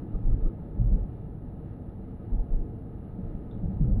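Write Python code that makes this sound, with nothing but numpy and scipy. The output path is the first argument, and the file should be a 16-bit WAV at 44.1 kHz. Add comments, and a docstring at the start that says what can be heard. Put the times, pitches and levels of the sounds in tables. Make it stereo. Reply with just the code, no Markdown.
"""Inside a closed car on an open road: tyres rumble through the body under a faint rush of wind,
with the engine's low note buried beneath them. Uneven asphalt jolts the body in clusters of deep
thuds, and the harder ones make the cabin air boom. Trim buzzes and rattles faintly over the bumps,
and something small ticks once near the end."""
import sys
import numpy as np
from scipy import signal
from scipy.fft import rfft, irfft
from scipy.io import wavfile

SR = 44100
rng = np.random.default_rng(int(sys.argv[2]) if len(sys.argv) > 2 else 0)


def store_pcm(level_fs):
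    """Save levels as 16-bit WAV."""
    pcm = np.round(np.clip(level_fs, -1, 1) * 32767).astype(np.int16)
    wavfile.write(sys.argv[1], SR, np.atleast_2d(pcm).T)


N = 176400
T = np.arange(N) / SR

# stereo image of the road noise: f/Hz, left-right likeness (-1 to 1)
ROAD_LIKENESS = [(50, 0.98), (200, 1), (360, 0.99), (640, 0.97), (1200, 1)]
# stereo image of wind, tick and hiss: f/Hz, left-right likeness (-1 to 1)
AIR_LIKENESS = [(600, 0.99), (1270, .75), (2100, 0.2), (2800, .1), (3800, -0.66), (6000, 0.22),
                (11000, .45)]


def amp(db):
    """Decibels to gain."""
    return 10 ** (np.asarray(db) / 20)


def unit(x):
    """Scales to rms 1."""
    return x / np.sqrt(np.mean(x ** 2) + 1e-20)


def curve_at(points, hz):
    """Reads a curve on a log-frequency axis."""
    f, value = np.transpose(points)
    return np.interp(np.log(hz + 1), np.log(f + 1), value)


def noise(colour, likeness):
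    """Stereo noise of rms 1 with a given colour and left-right likeness."""
    hz = np.fft.rfftfreq(N, 1 / SR)
    mid, side = rfft(rng.standard_normal((2, N)))
    same = np.clip(curve_at(likeness, hz), -.999, .999)
    mid, side = mid * np.sqrt(1 + same), side * np.sqrt(1 - same)
    return unit(irfft(np.array([mid + side, mid - side]) * amp(curve_at(colour, hz)), N))


def wander(width_hz):
    """Smooth random motion of rms 1."""
    hz = np.fft.rfftfreq(N, 1 / SR)
    return unit(irfft(rfft(rng.standard_normal(N)) * np.exp(-(hz / width_hz) ** 2), N))


def ring(hz, width_hz):
    """A resonance shaken at random: a band of noise around one pitch."""
    phase = 2 * np.pi * hz * T
    return wander(width_hz) * np.cos(phase) + wander(width_hz) * np.sin(phase)


def arch(start, length, edge=0.61):
    """A smooth swell and fall; edge is the share of the length spent on the slopes."""
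    progress = np.clip((T - start) / length, 0, 1)
    ramp = np.minimum(2 * np.minimum(progress, 1 - progress) / edge, 1)
    return np.sin(np.pi / 2 * ramp) ** 2


def cabin(x, count=40, echo_db=-12, t60_s=0.12, span_s=0.07):
    """Short reflections off glass and dashboard comb the sound into narrow resonances."""
    hz = np.fft.rfftfreq(N, 1 / SR)
    delay_s = rng.uniform(0.003015, span_s, count)
    gains = rng.choice([-1., 1.], count) * amp(-60 * delay_s / t60_s)
    taps = np.zeros(N)
    taps[(delay_s * SR).astype(int)] = gains / np.linalg.norm(gains)
    wet = amp(echo_db) * hz / (hz + 350)  # the bass stays nearly dry
    return irfft(rfft(x) * (1 + wet * rfft(taps)) / np.sqrt(1 + wet ** 2), N)


def wind(level_db=-66.5, gust_db=0.74, gust_hz=8):
    """Air around the body: a dull rush through the glass that swells and eases."""
    # colour of the rush: f/Hz, relative level/dB
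    colour = [(200, -7), (600, 0), (1080, -2.5), (1190, -0.5), (1265, 8), (1350, -1.5), (1520, -3.5),
              (1700, -2.5), (2200, -9.5), (2650, -14), (2770, -9.5), (2920, -11.5), (3050, -16.5),
              (3900, -12.5), (4600, -25), (6500, -38.5), (14000, -61)]
    # its slow swells: t/s, relative level/dB
    swells = [(0, 1), (.7, 0.4), (.9, -2), (1.1, 0.6), (1.64, -1), (1.72, 1), (1.8, 0.5), (2.3, -0.5),
              (3.0, -0.3), (3.2, 1), (3.66, 1.9), (3.8, 1), (4, -1.3)]
    rush = noise(colour, AIR_LIKENESS)
    return rush * amp(level_db + np.interp(T, *np.transpose(swells)) + gust_db * wander(gust_hz))


def engine(firing_hz=47.2, level_db=-46.5, drift=0.078, drift_hz=9):
    """A low, wavering firing note at cruising speed."""
    hz = firing_hz * (1 + drift * wander(drift_hz))
    return amp(level_db) * np.sin(2 * np.pi * np.cumsum(hz) / SR)


def trim_rattle(clicks_per_s=1800):
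    """Loose trim chatters in tiny clicks while the body shakes."""
    # bursts of chatter: t/s, level/dB, length/s
    bursts = [(0.083, -83, 0.2), (.37, -80.5, 0.14), (0.861, -77.5, .1), (2.357, -85, 0.091)]
    # colour of the clicks: f/Hz, relative level/dB
    colour = [(600, -25), (1500, 0), (2200, -2), (3000, -7), (3900, -7), (5000, -22), (9000, -45)]
    clicks = rng.standard_normal((2, N)) * (rng.random(N) < clicks_per_s / SR)
    clicks = clicks + clicks.mean(0)  # narrows the image
    hz = np.fft.rfftfreq(N, 1 / SR)
    rasp = unit(irfft(rfft(clicks) * amp(curve_at(colour, hz)), N))
    return rasp * sum(amp(db) * arch(start, length) for start, db, length in bursts)


def trim_buzz():
    """A panel sings briefly when shaken."""
    # buzzes: t/s, level/dB, length/s
    buzzes = [(0.13, -63, 0.039), (0.44, -62.5, 0.071)]
    envelope = sum(amp(db) * arch(start, length) for start, db, length in buzzes)
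    return envelope * ring(hz=1246, width_hz=95)


def tick(at_s=3.5135, width_s=0.002, note_hz=3570, note_db=-60, tap_db=-58.5, tail_db=-75, t60_s=0.36):
    """One soft plastic tick: a quickly damped note over a dull tap, then a faint uneven ring."""
    # colour of the tap: f/Hz, relative level/dB
    colour = [(500, -8), (1200, 0), (2000, -9), (2700, -20), (3500, -12), (4500, -21), (7000, -45)]
    t = T - at_s
    strike = np.exp(-(t / width_s) ** 2)
    note = amp(note_db) * np.sin(2 * np.pi * note_hz * t)
    tail = (t > 0) * amp(tail_db - 60 * abs(t) / t60_s) * ring(note_hz, width_hz=380)
    tap = amp(tap_db) * noise(colour, AIR_LIKENESS)
    return strike * (note + tap) + tail


def tyre_rumble(level_db=-38):
    """Rolling tyres lay a deep bed that follows the roughness of the asphalt."""
    # colour of the rumble inside the car: f/Hz, relative level/dB
    colour = [(8, -15), (22, -0.5), (45, -2), (68, -0.5), (88, -2.5), (114, 2.85), (131, -3.5), (153, -1),
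              (172, -4.5), (197, -2), (222, -8.5), (246, -4.5), (272, -9.5), (288, -8), (328, -9),
              (365, -17), (410, -16), (455, -11), (485, -16.5), (515, -24.5), (555, -18.5), (660, -25.5),
              (730, -20), (800, -27.5), (845, -24), (890, -29.5), (1080, -40), (1600, -52.5), (3000, -86.5)]
    # roughness of the asphalt: t/s, relative level/dB
    roughness = [(0, 1), (.45, 1.5), (.6, 1), (1.0, 1), (1.4, -1), (1.9, -0.5), (2.4, 0), (2.8, 0),
                 (3.12, 0), (3.24, 1), (3.45, 1), (3.65, 2), (4, 2.5)]
    return noise(colour, ROAD_LIKENESS) * amp(level_db + np.interp(T, *np.transpose(roughness)))


def tyre_roar(relative_width=0.27):
    """Coarse patches briefly swell the tyres, each in its own register."""
    # coarse patches: t/s, level/dB, length/s, centre f/Hz
    patches = [(0.005, -46, 0.09, 310), (0.28, -53.5, 0.036, 490), (0.319, -43, 0.097, 330),
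               (.425, -45, 0.13, 290), (.435, -50.5, 0.1, 480), (0.93, -48.5, 0.075, 450),
               (2.272, -59, 0.19, 760), (2.52, -48.5, 0.22, 310), (3.606, -54.5, 0.088, 550),
               (3.808, -43, 0.077, 290), (3.835, -50.5, 0.15, 490)]
    return sum(amp(db) * arch(start, length) * ring(hz, relative_width * hz)
               for start, db, length, hz in patches)


def cabin_booms(attack_s=0.0092, sag=0.11, roughness=0.33):
    """The cabin air rings roughly after a hard bump, sagging in pitch as it dies; the row at 1.606 s is instead
    a brief knock on its own."""
    # booms: t/s, level/dB, length/s, mean f/Hz
    booms = [(.28, -30.5, 0.14, 105.8), (0.791, -24.5, 0.12, 113.6), (.905, -33, 0.064, 192),
             (.935, -29.5, 0.06, 157), (0.989, -33, 0.11, 83.2), (1.606, -30, 0.0072, 260),
             (2.42, -33, 0.042, 106.6), (3.18, -32, 0.068, 180), (3.224, -33, 0.11, 101.1),
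             (3.628, -24, 0.047, 162.3), (3.646, -27, 0.069, 84), (3.68, -29, 0.077, 187),
             (3.732, -27, .06, 99), (3.803, -17.5, 0.044, 157.1), (3.836, -19.5, 0.066, 121.9),
             (3.875, -28, 0.076, 192), (3.93, -25, 0.073, 97.1), (3.959, -31.5, 0.054, 223.6)]
    out = np.zeros(N)
    for start, db, length, hz in booms:
        t = np.clip(T - start, 0, length)
        attack = np.sin(np.pi / 2 * np.minimum(t / attack_s, 1)) ** 2
        fade = np.cos(np.pi / 2 * t / length)
        tone = np.sin(2 * np.pi * hz * t * (1 + sag * (1 - t / length) / 2))
        out += amp(db) * attack * fade * (tone + roughness * ring(hz, width_hz=99))
    return out


def body_jolts(shudder_relative_db=-25.5):
    """Each bump swings the body for a few cycles, a deep thud, and sets the panels shuddering."""
    # bumps: t/s, level/dB, length/s, f/Hz
    bumps = [(0.137, -19.5, 0.04, 34.6), (0.232, -16, 0.086, 26.8), (0.313, -14.5, 0.043, 32.8),
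             (0.353, -28, 0.086, 41.4), (0.414, -17, 0.086, 26.7), (0.775, -19, 0.065, 45),
             (0.831, -19.5, 0.093, 42.6), (0.91, -14, 0.056, 40.5), (0.969, -26, 0.094, 43),
             (2.314, -18.5, 0.056, 34), (2.375, -18.5, 0.052, 29.8), (2.498, -17.5, 0.087, 27.3),
             (2.576, -22.5, 0.067, 28), (3.224, -32, 0.12, 29.4), (3.341, -31, 0.04, 25.8),
             (3.628, -27, 0.056, 35.1), (3.79, -19, 0.063, 39), (3.87, -21, 0.03, 41),
             (3.907, -15.5, 0.043, 40.6), (3.958, -21.5, 0.056, 33.1)]
    # colour of the shudder: f/Hz, relative level/dB
    colour = [(20, -6), (65, -1), (110, -2.5), (200, -4), (320, -13.5), (450, -15.5), (650, -21),
              (900, -30), (1500, -54), (4000, -76.5)]
    swing, force = np.zeros(N), np.zeros(N)
    for start, db, length, hz in bumps:
        push = amp(db) * arch(start, length)
        swing += push * np.sin(2 * np.pi * hz * (T - start))
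        force += push
    return swing + force * amp(shudder_relative_db) * noise(colour, ROAD_LIKENESS)


def scene(left_lag_s=0.000077):
    """The mix behind the windscreen; the low end arrives on the right first."""
    left, right = cabin(tyre_rumble() + tyre_roar()) + engine() + body_jolts() + cabin_booms()
    low_end = np.array([np.interp(T - left_lag_s, T, left), right])
    return low_end + cabin(wind()) + trim_buzz() + trim_rattle() + tick()


def record(dry, hiss_db=-85.5, cutoff_hz=12800):
    """Thin microphone hiss, then a steep low-pass."""
    # colour of the hiss: f/Hz, relative level/dB
    colour = [(20, -39), (7000, -26), (9500, -12), (10900, 4.5), (11600, -2), (12200, -6.5), (13000, -17)]
    heard = dry + amp(hiss_db) * noise(colour, AIR_LIKENESS)
    padded = np.pad(heard, ((0, 0), (255, 255)), "reflect", reflect_type="odd")
    low_pass = signal.firwin(511, cutoff_hz, window=("kaiser", 9), fs=SR)
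    return signal.oaconvolve(padded, low_pass[None], "valid")


dry = scene()
out = record(dry)
store_pcm(out)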